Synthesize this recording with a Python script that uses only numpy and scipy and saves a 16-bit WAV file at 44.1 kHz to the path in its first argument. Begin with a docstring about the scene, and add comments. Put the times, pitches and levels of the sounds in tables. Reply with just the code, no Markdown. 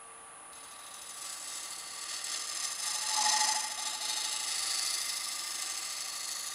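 """Gouge on a wooden bowl blank

One microphone in a workshop: a gouge cuts the rim of a blank on a lathe, over motor hum and drive whine.
The cut is noise through the modes of tool and rest; its bite slackens twice a turn with the wood grain and
its roughness returns in part from turn to turn. In the deepest pass a nearly steady tone, the tool's chatter,
led in by a rising note, bursts out once a turn. Steady tones, running noise and a low shake make the machine;
the walls answer the cut."""
import sys
import numpy as np
from scipy import signal
from scipy.fft import rfft, irfft, next_fast_len
from scipy.io import wavfile
from scipy.ndimage import uniform_filter1d, map_coordinates

SR = 44100
rng = np.random.default_rng(int(sys.argv[2]) if len(sys.argv) > 2 else 0)


def master(y):
    """Save y as 16-bit WAV."""
    cut = np.clip(np.atleast_2d(y).T, -1, 1)
    pcm = np.round(cut * 32767)  # scale
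    wavfile.write(sys.argv[1], SR, pcm.astype(np.int16))


N = 288414
TURN = 3382  # samples per spindle turn


# Depth of the cut, heard as its level over a turn: time_s, level_db
CUT_DEPTH = [(.55, -52.5), (.9, -50), (1.18, -45.5), (1.27, -40.5), (1.39, -45), (1.55, -41), (1.7, -43.5),
             (1.93, -44), (2.13, -38), (2.22, -41.5), (2.34, -35.5), (2.44, -40), (2.65, -35.5),
             (2.77, -41), (2.85, -35), (2.98, -36), (3.27, -30.5), (3.5, -32.5), (3.74, -40.5), (3.87, -35),
             (3.99, -40.5), (4.05, -35.5), (4.43, -37.5), (4.49, -36), (4.84, -36), (5.24, -39),
             (5.53, -39), (5.61, -38.5), (6.0, -39.5), (6.32, -40.5), (6.54, -42)]
# Modes of each part, levels relative within a part: pitch_hz, width_hz, level_db
REST_MODES = [(263, 45, -24), (334, 9.9, -10.5), (718, 132, -9.5), (1190, 56, 1.5), (1265, 121, -3.5),
              (1870, 217, -4), (2057, 135, -0.5), (2683, 460, -5.5), (3447, 233, -7.5)]
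SHANK_MODES = [(3743, 510, -2), (4594, 122, 4), (4576, 200, -1.5), (5075, 297, 6)]
TIP_MODES = [(6100, 390, -1), (7188, 217, 5.5), (7167, 330, 4.5), (7890, 1100, -7.5)]
FIBRE_MODES = [(9300, 1030, -3), (10290, 530, 1.5), (10630, 490, -2), (11210, 700, -11)]
DUST_MODES = [(11600, 4100, 2.2), (14300, 350, 3.2)]
# Share of rest, shank, tip, fibres, dust in the hiss:
# level_db (against an ordinary cut), slope_db (gained per dB of a deeper cut)
PART_LEVELS = [(-8.5, 0), (-4, 0.27), (-2.5, 0.28), (-8, 0), (-17, -.5)]
TURN_MEMORY = [.85, .55, .3, .25, .1, .6]
# Level added to the two highest bands: time_s, fibres_db, dust_db
TREBLE_LEVELS = [(.6, 1, -2), (1.3, 2, 0.5), (2.2, -1.5, -3), (2.9, 2.5, 2), (3.4, 0.5, -2), (4.0, 0, -1),
                 (4.9, 3, 3), (5.3, 1.5, 1), (5.8, -3, 1), (6.5, 1.5, 4)]
# Modes of tool and rest that stand out for a while: start_s, end_s, pitch_hz, level_db (against the cut)
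STANDOUT_MODES = [(0, 1.32, 3880, -6.5), (.1, 1.26, 6350, -22), (.3, 1.7, 13750, -21),
                  (.82, 1.9, 7820, -7.5), (1.43, 2.64, 4440, -9.5), (2.603, 3.96, 6000, -14),
                  (2.806, 4.44, 5000, -22), (2.9, 3.89, 1890, -12.5), (4.3, 6.6, 2060, -20),
                  (3.618, 4.598, 3783, -6.5), (3.847, 4.878, 2837, -13), (3.89, 4.345, 4280, -9),
                  (4.397, 5.06, 4510, -7), (4.4, 5.2, 4900, -8), (4.8, 5.739, 5160, -3.5),
                  (4.6, 5.26, 9900, -17), (4.8, 5.803, 13500, -18), (5.401, 6.097, 8100, -6),
                  (5.47, 7.02, 4420, -9.5), (6.05, 6.8, 6680, -7.5)]
# Detour of the sound over a nearby face, about 0.3 m longer, as the tool travels: time_s, delay_ms
DETOUR_DELAY = [(.5, .91), (1.1, .87), (1.5, .892), (2, .89), (2.5, 0.94), (3.5, 0.96), (4, .95),
                (4.5, 0.898), (5, .876), (5.75, 0.92), (6.54, 0.86)]
CONTACT_S, CONTACT_RISE_S = .515, .012  # the edge first meets the wood
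USUAL_DB = -38  # level of an ordinary cut
RING_Q = 27  # sharpness of a standout mode


def cut():
    """Tearing fibres drive rest and tool; higher parts follow the grain more, most of them remembering less."""
    depth_db = curves(CUT_DEPTH)[0]
    fibres_db, dust_db = curves(TREBLE_LEVELS)
    bite_db = grain()
    # hard and soft spots, met each turn
    rim = unit(uniform_filter1d(uniform_filter1d(surface(0.9), size=120), size=120))
    # chips break off in clumps
    tearing_db = 1.6 * rim + .8 * wobble(60) + 1.3 * wobble(400)

    def force(memory, grain_share, clump_share):
        """Surface noise pressed harder or softer by grain and clumps."""
        return unit(amp(grain_share * bite_db + clump_share * tearing_db) * surface(memory))

    # modes, extra dB, share of grain, share of clumps
    parts = [(REST_MODES, 0, .3, .4),
             (SHANK_MODES, 0, .9, .8),
             (TIP_MODES, 0, 1.1, .9),
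             (FIBRE_MODES, fibres_db, 1.2, .9),
             (DUST_MODES, dust_db, 1.6, 1.1)]
    hiss = np.zeros(N)
    for (db, slope), memory, (modes, extra_db, grain_share, clump_share) in zip(PART_LEVELS, TURN_MEMORY, parts):
        level_db = db + slope * (depth_db - USUAL_DB) + extra_db
        hiss += amp(level_db) * ring(force(memory, grain_share, clump_share), modes, drift_db=.7)

    push = force(TURN_MEMORY[-1], 1.1, .7)
    for start, end, hz, db in STANDOUT_MODES:
        standout = unit(filtered(push, lambda f: peak(f, hz, hz / RING_Q)))
        hiss += amp(db) * swell(start, end) * standout

    # the treble of the late sound combs the spectrum
    late = map_coordinates(hiss, [np.arange(N) - curves(DETOUR_DELAY)[0] * SR / 1000])
    hiss = hiss + .45 * filtered(late, lambda f: f ** 2 / (f ** 2 + 4000 ** 2))
    touching = np.clip((np.arange(N) / SR - CONTACT_S) / CONTACT_RISE_S, 0, 1)
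    return touching * amp(depth_db - 1.04) * hiss + spots()


# How much the cut feels the grain: time_s, factor
GRAIN_FEEL = [(.5, 1.7), (1.6, 1), (3.3, 1.7), (4.6, 1.1), (6.54, 1)]
SLACK_AT, SLACK_WIDTH = (.15, 0.717), 0.083  # places and width of slack bite, in shares of a turn
SLACK_DB, BITE_DB = -5, -1.5  # before the grain factor


def grain():
    """Bite around the blank in dB, slack at two places, scaled by how much the cut feels the grain."""
    share = np.arange(N) / TURN % 1
    slack_db = sum(SLACK_DB * np.exp(-((share - at) / SLACK_WIDTH) ** 2) for at in SLACK_AT)
    return curves(GRAIN_FEEL)[0] * (BITE_DB + slack_db)


def surface(memory):
    """Noise of which a share returns a turn later: the edge meets the ridges it left."""
    fresh = rng.standard_normal((N // TURN + 9, TURN))
    turns = signal.lfilter([1], [1, -np.clip(memory, 0, .95)], fresh, axis=0)
    return unit(turns[8:].ravel()[:N])  # the first turns only build up the ridges


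def ring(force, modes, drift_db):
    """Modes driven in parallel; each one's strength drifts as the hand shifts on the steel."""
    out = np.zeros(N)
    for k, (hz, width_hz, db) in enumerate(modes):
        mode = filtered(force, lambda f: (-1) ** k * peak(f, hz, width_hz))  # alternating sign
        out += amp(db + drift_db * wobble(3.09)) * mode
    return unit(out)


# Spots on the rim that strike the edge once a turn; levels are those before the resonance:
# share (of a turn), start_s, end_s, level_db (over the cut), scatter_db, pitch_hz, width_hz, t60_s
RIM_SPOTS = [(.41, .55, 1.13, 10, 1, 14200, 2500, .008), (.22, .52, 1.1, 16, 1.5, 6400, 600, .12),
             (.23, .92, 2.65, 11, 3, 7800, 3000, .04), (.85, 3.19, 3.55, 17, 1.5, 5600, 2000, .06)]


def spots():
    """Each spot ticks at every turn while the edge crosses it, harder in a deeper cut."""
    depth_db, turns = curves(CUT_DEPTH)[0], np.arange(N // TURN)
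    out = np.zeros(N)
    for share, start, end, db, scatter_db, hz, width_hz, t60 in RIM_SPOTS:
        s = (turns + share) * TURN / SR
        level_db = depth_db[(s * SR).astype(int)] + db + scatter_db * rng.standard_normal(len(s))
        crossed = (s > start) & (s < end)
        out += ticks(np.transpose([s, level_db])[crossed], hz, width_hz, t60)
    return out


def ticks(events, hz, width_hz, t60):
    """Decaying noise bursts, cut off after 1/30 s, through one steep resonance."""
    out, t = np.zeros(N), np.arange(SR // 30) / SR
    for s, db in events:
        envelope = amp(db - 60 * t / t60) * (1 - np.exp(-t / 0.00025))
        out[round(s * SR):][:len(t)] += envelope * rng.standard_normal(len(t))
    return filtered(out, lambda f: peak(f, hz, width_hz) ** 2)


# Chatter, levels against the cut before the pattern of each turn: time_s, pitch_hz, tone_db, rising_note_db
CHATTER_COURSE = [(2.6, 847, -40, -45), (2.9, 850, -16, -33), (3.12, 866, -11.5, -22),
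                  (3.18, 853, -2.5, -17.5), (3.55, 863, -5, -10.5), (3.75, 857, -11.5, -10),
                  (4.2, 858, -14, -16.5), (4.4, 859, -16.5, -34), (5, 874, -46, -49)]
# Strength of the tone around the blank: share (of a turn), level_db
CHATTER_BURST = [(.04, -11), (.3, -8), (.47, 0), (.55, 5), (.7, 4), (.82, 1), (.94, 0)]
# Rising note into each burst: share (of a turn), pitch_hz, level_db
RISING_NOTE = [(.08, 630, -30), (.2, 655, -4), (.36, 720, 0), (.52, 800, -1), (.65, 850, -30)]


def chatter():
    """The tool sings on its rest over one stretch of the rim, after a rising note, with knocking and a thump below."""
    hz, level_db, note_db = curves(CHATTER_COURSE)
    tone = np.sqrt(2) * np.sin(2 * np.pi * np.cumsum(hz) / SR + .3 * wobble(70))
    share, note_hz, shape_db = np.transpose(RISING_NOTE)
    rise_hz, rise_db = around(share, note_hz), around(share, shape_db)
    rise = np.sqrt(2) * np.sin(2 * np.pi * np.cumsum(rise_hz) / SR + .7 * wobble(90))
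    rise *= amp(note_db + rise_db + 1.5 * wobble(60))
    knock = unit(filtered(surface(1.0), lambda f: peak(f, 970, 460) ** 2))
    thump = unit(filtered(surface(.85), lambda f: peak(f, 248, 40) ** 2))
    burst_db = around(*np.transpose(CHATTER_BURST)) + .6 * wobble(40)
    song = amp(burst_db) * tone + amp(-10.5) * knock + amp(-24) * thump
    return amp(curves(CUT_DEPTH)[0]) * (amp(level_db) * song + rise)


# Motor and belt tones: pitch_hz, level_db
HUM_TONES = [(170, -80), (554.5, -76), (586.8, -74), (716, -74), (782.9, -67), (882.9, -74), (1158.2, -60),
             (1190.8, -67), (1330, -77), (1572, -73)]
# Drive tones: offset (multiples of the supply frequency off the carrier), level_db
WHINE_TONES = [(-17, -76), (-14, -77), (-12, -75), (-11, -78), (-9, -71), (-8, -72), (-7, -74), (-6, -71),
               (-4, -79), (-3, -74), (-2, -73), (-1, -78), (0, -59), (1, -64), (2, -61), (3, -71), (4, -69),
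               (5, -79), (9, -73), (10, -73), (11, -70), (12, -71), (13, -66), (14, -66), (15, -69),
               (16, -71)]
CARRIER_HZ, SUPPLY_HZ = 9837.4, 65.25
# Spectrum of the running noise, relative: pitch_hz, level_db (per Hz)
RUNNING_NOISE = [(20, -40), (35, -15), (60, -13), (100, -14.5), (200, -14.5), (280, -8), (400, -13.5),
                 (750, -4), (1000, -4), (1170, -2), (1500, -7), (2500, -9), (5000, -22.5), (8500, -17.5),
                 (9300, -25), (9900, -14), (10300, -8), (10750, -10), (11200, -22), (12500, -42),
                 (15700, -37)]
# The stand shakes: time_s, level_db
STAND_SHAKE = [(0, -93), (1.4, -98), (1.8, -86), (2.1, -94), (2.9, -85), (4.5, -76.5), (6.54, -82)]
# A tone that comes and goes: time_s, level_db
WAVER_LEVEL = [(0, -67.5), (1.5, -75), (2.7, -69.5), (3.1, -80), (4.5, -71.5), (5.3, -77), (6.54, -74)]
# Swells of the low drone: start_s, end_s, rise_db
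DRONE_RISES = [(4.396, 5.2, 11.5), (6.1, 7, 14.5)]
WAVER_HZ = 457
DRONE_HZ, DRONE_DB = 117, -89  # level between its swells


def machine():
    """Slightly unsteady tones of motor and drive over running noise and the stand's shake."""
    t = np.arange(N) / SR
    tones = [(hz, db, .4) for hz, db in HUM_TONES]  # the last column is phase waver in radians
    tones += [(CARRIER_HZ + k * SUPPLY_HZ, db, .15) for k, db in WHINE_TONES]
    lines = np.zeros(N)
    for hz, db, waver in tones:
        phase = 2 * np.pi * (hz * t + rng.random()) + waver * wobble(8)
        lines += np.sqrt(2) * amp(db + 1.5 * wobble(6)) * np.sin(phase)

    drone_db = DRONE_DB + sum(db * swell(start, end) for start, end, db in DRONE_RISES)
    for hz, db in [(WAVER_HZ, curves(WAVER_LEVEL)[0]), (DRONE_HZ, drone_db)]:
        lines += np.sqrt(2) * amp(db + 2.7 * wobble(5)) * np.sin(2 * np.pi * hz * t + 0.5 * wobble(11))

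    hz, db = np.transpose(RUNNING_NOISE)
    spectrum = lambda f: amp(np.interp(np.log(f + 1), np.log(hz), db))
    noise = unit(filtered(rng.standard_normal(N), spectrum))
    shake = np.sqrt(2) * np.sin(2 * np.pi * 33 * t + .5 * wobble(4))
    return lines + amp(-54.0) * noise + amp(curves(STAND_SHAKE)[0]) * shake


def workshop(x, t60, wet_db):
    """The direct sound and a short, duller answer of the walls: decaying noise that starts 3 ms later."""
    t = np.arange(SR // 3) / SR
    tail = amp(-60 * t / t60) * rng.standard_normal(len(t)) * (t > .003)
    wet = signal.fftconvolve(x, tail / np.linalg.norm(tail))[:N]
    return x + amp(wet_db) * filtered(wet, lambda f: 1 / (1 + (f / 6000) ** 2))


def amp(db):
    """Gain of a level in dB."""
    return 10 ** (np.asarray(db) / 20)


def unit(x):
    """Scaled to rms 1."""
    return x / np.sqrt(np.mean(x ** 2) + 1e-20)


def curves(rows):
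    """One value per sample for each column after the time."""
    s, *cols = np.transpose(rows)
    return [np.interp(np.arange(N) / SR, s, c) for c in cols]


def around(share, value):
    """A pattern on the blank's rim, met again at every turn."""
    return np.interp(np.arange(N) / TURN, share, value, period=1)


def swell(start, end):
    """Half a sine between two times."""
    return np.sin(np.pi * np.clip((np.arange(N) / SR - start) / (end - start), 0, 1))


def wobble(rate):
    """A smooth random curve, rate knots a second."""
    coarse = np.arange(0, N + 16, 16)
    knots = rng.standard_normal(int(N * rate / SR) + 4)
    return np.interp(np.arange(N), coarse, map_coordinates(knots, [coarse * rate / SR]))


def filtered(x, response):
    """x through a complex response of frequency."""
    m = next_fast_len(N + SR // 2)
    return irfft(rfft(x, m) * response(np.fft.rfftfreq(m, 1 / SR)), m)[:N]


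def peak(f, hz, width_hz):
    """One resonance, gain 1 at its centre."""
    return 1j * f * width_hz / (hz * hz - f * f + 1j * f * width_hz)


def scene():
    """Cut, chatter and machine at one microphone in the workshop; the walls answer the cut."""
    return (workshop(cut(), t60=0.078, wet_db=-2.5) + chatter() + machine())[None]


# Dips of the microphone's housing: pitch_hz, width_hz, depth (0-1)
HOUSING_DIPS = [(5720, 420, .88), (6930, 150, .65), (2300, 200, .6)]
TOP_HZ = 15760  # band limit


def record(dry):
    """The microphone's housing dips at a few frequencies; nothing is kept above the band limit."""
    def response(f):
        """Housing dips, then a steep fall towards the band limit."""
        dips = np.prod([1 - np.clip(depth, 0, .9) * peak(f, hz, width_hz)
                        for hz, width_hz, depth in HOUSING_DIPS], axis=0)
        edge = (1 - .9 * peak(f, 15000, 500)) / (1 + (f / 15200) ** 14)
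        return dips * edge * (f < TOP_HZ)
    return filtered(dry[0], response)[None]


dry = scene()
out = record(dry)
master(out)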